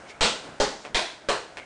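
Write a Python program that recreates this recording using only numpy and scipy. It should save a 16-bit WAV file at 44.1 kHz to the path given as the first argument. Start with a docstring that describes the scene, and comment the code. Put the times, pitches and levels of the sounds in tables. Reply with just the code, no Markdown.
"""A ball bounced in a bare room

A small air-filled ball is bounced four times by hand on a wooden floor, and the bare room echoes.
Each bounce cracks, makes the boards and the ball ring, and puffs air at the close microphone.
A hand slaps the ball once. Hands and a dog's paws tap, rub and scuff over faint room noise."""
import sys
import numpy as np
from scipy import signal
from scipy.fft import rfft, irfft, next_fast_len
from scipy.io import wavfile

SR = 44100
rng = np.random.default_rng(int(sys.argv[2]) if len(sys.argv) > 2 else 0)


def dump(signal):
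    """Clip the signal to [-1, 1] and save it as 16-bit WAV at the path in sys.argv[1]."""
    limited = np.clip(np.atleast_2d(signal).T, -1, 1)
    pcm = np.round(limited * 32767).astype(np.int16)
    wavfile.write(sys.argv[1], SR, pcm)


N = 72765
TOP_HZ = 10200  # the highest pitch the microphone picks up


def bounces():
    """The ball hits the floor: it cracks, boards and ball ring, air puffs out and the floor shudders."""
    # One row a bounce: start_s, crack_db, boards_db, ball_db, puff_db, echo_hold_s, echo_fade_s
    hits = [(0.2088, -20.5, -43, -29, -14.5, 0.051, 0.41), (0.6007, -21.5, -21.5, -36.5, -15, 0.018, 0.43),
            (0.9459, -21.5, -40, -35, -17, 0.024, 0.45), (1.2874, -21, -25, -37.5, -24.5, 0.011, 0.39)]
    # The tones that the floorboards and the ball ring with: pitch_hz, level_db, fade_s
    board_tones = [(206, -34, 0.22), (418.7, -1.5, 0.35), (480, -19, 0.26), (523.6, -0.5, 0.16),
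                   (558, 9, 0.077), (576, 0.5, 0.21), (833, -20.5, 0.31), (868, -11, 0.36),
                   (932, -17, 0.11)]
    ball_tones = [(639, -6, 0.64), (694, -3, .5), (1045, -11.5, 0.79), (1375, -2, 0.19), (1432, -1, 0.17),
                  (1585, -19, 0.9), (1950, -4.5, 0.55), (2410, -5.5, 0.51), (2860, -3.5, .45),
                  (3188, 6.5, 0.15), (3890, -11, 0.26), (4184, 1.5, 0.3)]
    # The tone colour of the floor at each of the four landing spots: pitch_hz, level_db
    spot_1 = [(59, -61), (100, -23), (124, -17.5), (200, -5), (371, -8), (495, 3), (771, -8.5), (849, 0.5),
              (1070, -5.5), (1460, -3.5), (1770, -9.5), (3400, -2.5), (5610, -11), (8090, -14),
              (10000, -27), (13000, -66), (22000, -120)]
    spot_2 = [(59, -55), (100, -21.5), (139, -17.5), (196, -10.5), (289, -10), (416, -6), (458, -9),
              (566, -4.5), (714, -17), (833, 0), (953, -10), (2140, -15), (2360, -22.5), (3090, -17.5),
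              (4540, -15), (7210, -21), (10000, -34), (13000, -76), (22000, -120)]
    spot_3 = [(59, -75), (100, -38), (204, -10), (257, -16), (350, -6), (556, -8.5), (648, 1), (817, -7.5),
              (990, -2.5), (1160, -11), (1670, -7), (2500, -6.5), (2910, -15.5), (3330, -5), (10000, -26),
              (13000, -61), (22000, -120)]
    spot_4 = [(59, -67), (100, -21), (252, -17.5), (524, -2.5), (566, -12.5), (714, -4.5), (833, -11.5),
              (972, -6), (1480, -11), (1700, -9.5), (2060, -18), (2800, -15), (3600, -19.5), (4200, -14.5),
              (4900, -20.5), (9080, -28), (10000, -39), (13000, -65), (22000, -120)]
    # The tone colour of the floor's deep shudder: pitch_hz, level_db
    shudder_colour = [(15, -4), (28, 5.5), (55, 2.5), (85, -13.5), (140, -24.5), (400, -52.5)]
    # How long the room holds each pitch, as a multiple of echo_fade_s: pitch_hz, fade_factor
    room_fades = [(60, 0.8), (250, 0.98), (700, 0.87), (1500, 0.97), (4000, 1.017), (9000, 0.97)]
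    out, t = np.zeros(N), clock()
    puff = rise(0.0045) * np.exp(-t / 0.0084)  # one short pulse of air pressure
    shudder_shape = rise(0.018) * fade(0.37, start_db=-23.5)
    for hit, spot in zip(hits, (spot_1, spot_2, spot_3, spot_4)):
        start_s, crack_db, boards_db, ball_db, puff_db, hold_s, fade_s = hit
        fades = [(hz, fade_s * factor) for hz, factor in room_fades]
        crack = coloured(echoing_click(fades, hold_s, click_db=16, loss_db=1), spot)
        boards = amp(boards_db) * ring(board_tones, rise_s=0.0029)
        ball = amp(ball_db) * ring(ball_tones, rise_s=0.0016)
        shudder = shudder_shape * coloured(noise(), shudder_colour)
        add(out, start_s, amp(crack_db) * crack + boards + ball + amp(puff_db) * (puff + shudder))
    return out


def ring(tones, rise_s):
    """One blow sets off several tones together; each wavers a little and dies away."""
    out, t = np.zeros(N), clock()
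    for pitch_hz, level_db, fade_s in tones:
        waver = np.interp(t, np.linspace(0, t[-1], 160), rng.standard_normal(160))
        out += fade(fade_s, level_db) * np.sin(2 * np.pi * pitch_hz * t + 0.2 * waver)
    return out * rise(rise_s)


def echoing_click(fades, hold_s, click_db, loss_db):
    """A click and its echoes, which hold, then die away as fades says (rows of pitch_hz, fade_s)."""
    t = clock()
    density = np.minimum(0.4 + (t / 0.039) ** 2, 1)  # echoes start sparse and thicken
    echoes = noise() * (rng.random(N) < density) / np.sqrt(density)
    hz, time_s, bands = signal.stft(echoes, SR, nperseg=256)  # split by pitch
    main_fade = amp(-60 * np.maximum(time_s - hold_s, 0) / value_at(fades, hz)[:, None])
    linger = amp(-21.5 - 60 * time_s)  # a faint tail that loses 60 dB a second
    out = signal.istft(bands * np.hypot(main_fade, linger), SR, nperseg=256)[1][:N]
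    out *= 1 - 0.1 * np.exp(-t / 0.022)  # the echoes build up behind the click
    # The click goes back and forth between two hard surfaces, losing loss_db each trip.
    trips, trip_s = np.arange(5), 0.00686
    out[np.round(trips * trip_s * SR).astype(int)] = amp(click_db - loss_db * trips)
    return out


def hand_slap():
    """A hand makes a short, bright smack on the ball's skin."""
    # When the hand lands: start_s, level_db
    slaps = [(0.2273, -23)]
    # The tone colour of the smack: pitch_hz, level_db
    slap_colour = [(100, -11), (900, -11.5), (2000, -13), (3200, -7), (4500, -4), (6000, -24),
                   (8200, -13.5), (10000, -40)]
    out = np.zeros(N)
    for start_s, level_db in slaps:
        smack = echoing_click(fades=[(1, 0.15)], hold_s=0.015, click_db=11, loss_db=0)
        add(out, start_s, amp(level_db) * coloured(smack, slap_colour))
    return out


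def light_taps():
    """Fingers and claws make sharp little ticks with a thin metallic ring."""
    # One row a tap: start_s, tick_db, brightness_db_per_octave, jingle_db
    taps = [(0.0555, -54, -3, -54.5), (0.097, -53, 3, -47), (0.8445, -48.5, 0, -80), (0.851, -37, -2, -64),
            (1.5711, -39.5, 0.5, -44.5), (1.5723, -43, 1, -47.5)]
    # The tone colours of the tick and of its rough metallic ring: pitch_hz, level_db
    tick_colour = [(60, -39), (250, -6.5), (550, 5.5), (1000, -0.5), (2200, 0.5), (3600, -8), (5500, -15.5),
                   (10000, -25)]
    jingle_colour = [(400, -32.5), (1850, -22), (2060, -2), (2200, 6), (2330, -4), (2520, -11), (3200, -14),
                     (4500, -35.5)]
    out = np.zeros(N)
    for start_s, tick_db, brightness, jingle_db in taps:
        click = echoing_click(fades=[(1, 0.2)], hold_s=0.0018, click_db=25.5, loss_db=2)
        tick = coloured(click, tick_colour, brightness)
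        jingle = coloured(noise(), jingle_colour) * fade(0.4)
        add(out, start_s, amp(tick_db) * tick + amp(jingle_db) * jingle)
    return out


def paw_scuffs():
    """Paws land softly on the boards, each with a dull burst of noise."""
    # One row a scuff: start_s, level_db, brightness_db_per_octave
    scuffs = [(0.436, -39, 4), (0.463, -39, 1), (0.775, -47.5, 1.5), (0.893, -45, -.5)]
    # The tone colour of a paw on wood: pitch_hz, level_db
    scuff_colour = [(50, -3.5), (130, 4.5), (250, 10), (650, 0.5), (1200, -4), (3000, -17.5),
                    (10000, -35.5)]
    out = np.zeros(N)
    shape = rise(0.0018) * fade(0.33)
    for start_s, level_db, brightness in scuffs:
        add(out, start_s, amp(level_db) * coloured(shape * noise(), scuff_colour, brightness))
    return out


def soft_rubs():
    """Hand and fur brush along, making soft swells of hiss."""
    # One row a rub: middle_s, width_s, level_db, brightness_db_per_octave
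    rubs = [(0.102, 0.015, -48, 0), (0.84, 0.039, -64, 5.5)]
    # The tone colour of the hiss: pitch_hz, level_db
    rub_colour = [(200, -25), (1500, -9), (2300, 3), (4500, 2.5), (7000, -3.5), (10000, -22)]
    out = np.zeros(N)
    for middle_s, width_s, level_db, brightness in rubs:
        swell = amp(level_db) * np.exp(-0.5 * ((clock() - middle_s) / width_s) ** 2)
        out += swell * coloured(noise(), rub_colour, brightness)
    return out


def room_noise():
    """A faint rush fills the room, slowly growing louder and softer."""
    # The tone colour of the rush: pitch_hz, level_db
    rush_colour = [(20, -24), (40, -9.5), (70, -8.5), (140, -6), (230, -7.5), (335, -4), (450, -6),
                   (635, -1.5), (790, -4.5), (1130, -10.5), (1480, -5.5), (1820, -12), (3860, -23),
                   (7000, -25), (10000, -31), (13000, -56)]
    # How loud the rush is over time: time_s, level_db
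    rush_levels = [(0, -45), (.18, -48.5), (.52, -45.5), (.82, -51.5), (1.198, -51), (1.6, -48.5)]
    level_db = np.interp(clock(), *np.transpose(rush_levels))
    return amp(level_db) * coloured(noise(), rush_colour)


def amp(db):
    """Turn decibels into a number to multiply a sound by."""
    return 10 ** (np.asarray(db) / 20)


def clock():
    """The time in seconds at every sample."""
    return np.arange(N) / SR


def noise():
    """A fresh hiss, equally strong at every frequency."""
    return rng.standard_normal(N)


def rise(rise_s):
    """Climb from 0 towards 1, getting about two thirds of the way in rise_s."""
    return 1 - np.exp(-clock() / rise_s)


def fade(fade_s, start_db=0):
    """Die away by 60 dB every fade_s seconds."""
    return amp(start_db - 60 * clock() / fade_s)


def value_at(points, hz):
    """Read between the rows of a (pitch_hz, value) table."""
    pitches, values = np.transpose(points)
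    return np.interp(np.log(hz + 1), np.log(pitches + 1), values)


def add(track, start_s, sound):
    """Mix a sound into the track from start_s on."""
    start = max(0, round(start_s * SR))
    track[start:] += sound[:N - start]


def coloured(sound, colour, brightness=0):
    """Give a sound a tone colour, then tilt it about 1 kHz by brightness (dB per octave)."""
    size = 2 * next_fast_len(N)
    hz = np.fft.rfftfreq(size, 1 / SR)
    gain = amp(value_at(colour, hz)) / np.sqrt(1 + (hz / TOP_HZ) ** 20)
    gain /= np.sqrt(np.mean(gain ** 2))  # the colour alone leaves a hiss's power unchanged
    gain *= amp(brightness * np.log2(np.maximum(hz, 125) / 1000))
    # Fold the filter forward in time, so that nothing sounds before the hit that causes it.
    folded = irfft(np.log(gain + 1e-9))
    folded[1:size // 2] *= 2
    folded[size // 2 + 1:] = 0
    return irfft(rfft(sound, size) * np.exp(rfft(folded)), size)[:N]


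def scene():
    """All the sounds meet at one microphone."""
    return (bounces() + hand_slap() + light_taps() + paw_scuffs() + soft_rubs() + room_noise())[None]


def record(dry):
    """The microphone rounds off the loudest peaks and keeps nothing above TOP_HZ."""
    peak_limit = 0.5
    rounded = dry / (1 + (dry / peak_limit) ** 4) ** (1 / 4)
    size = next_fast_len(N + SR // 2)
    hz = np.fft.rfftfreq(size, 1 / SR)
    treble_cut = np.clip((TOP_HZ - hz) / 200, 0, 1)
    return irfft(rfft(rounded, size) * treble_cut, size)[..., :N]


dry = scene()
out = record(dry)
dump(out)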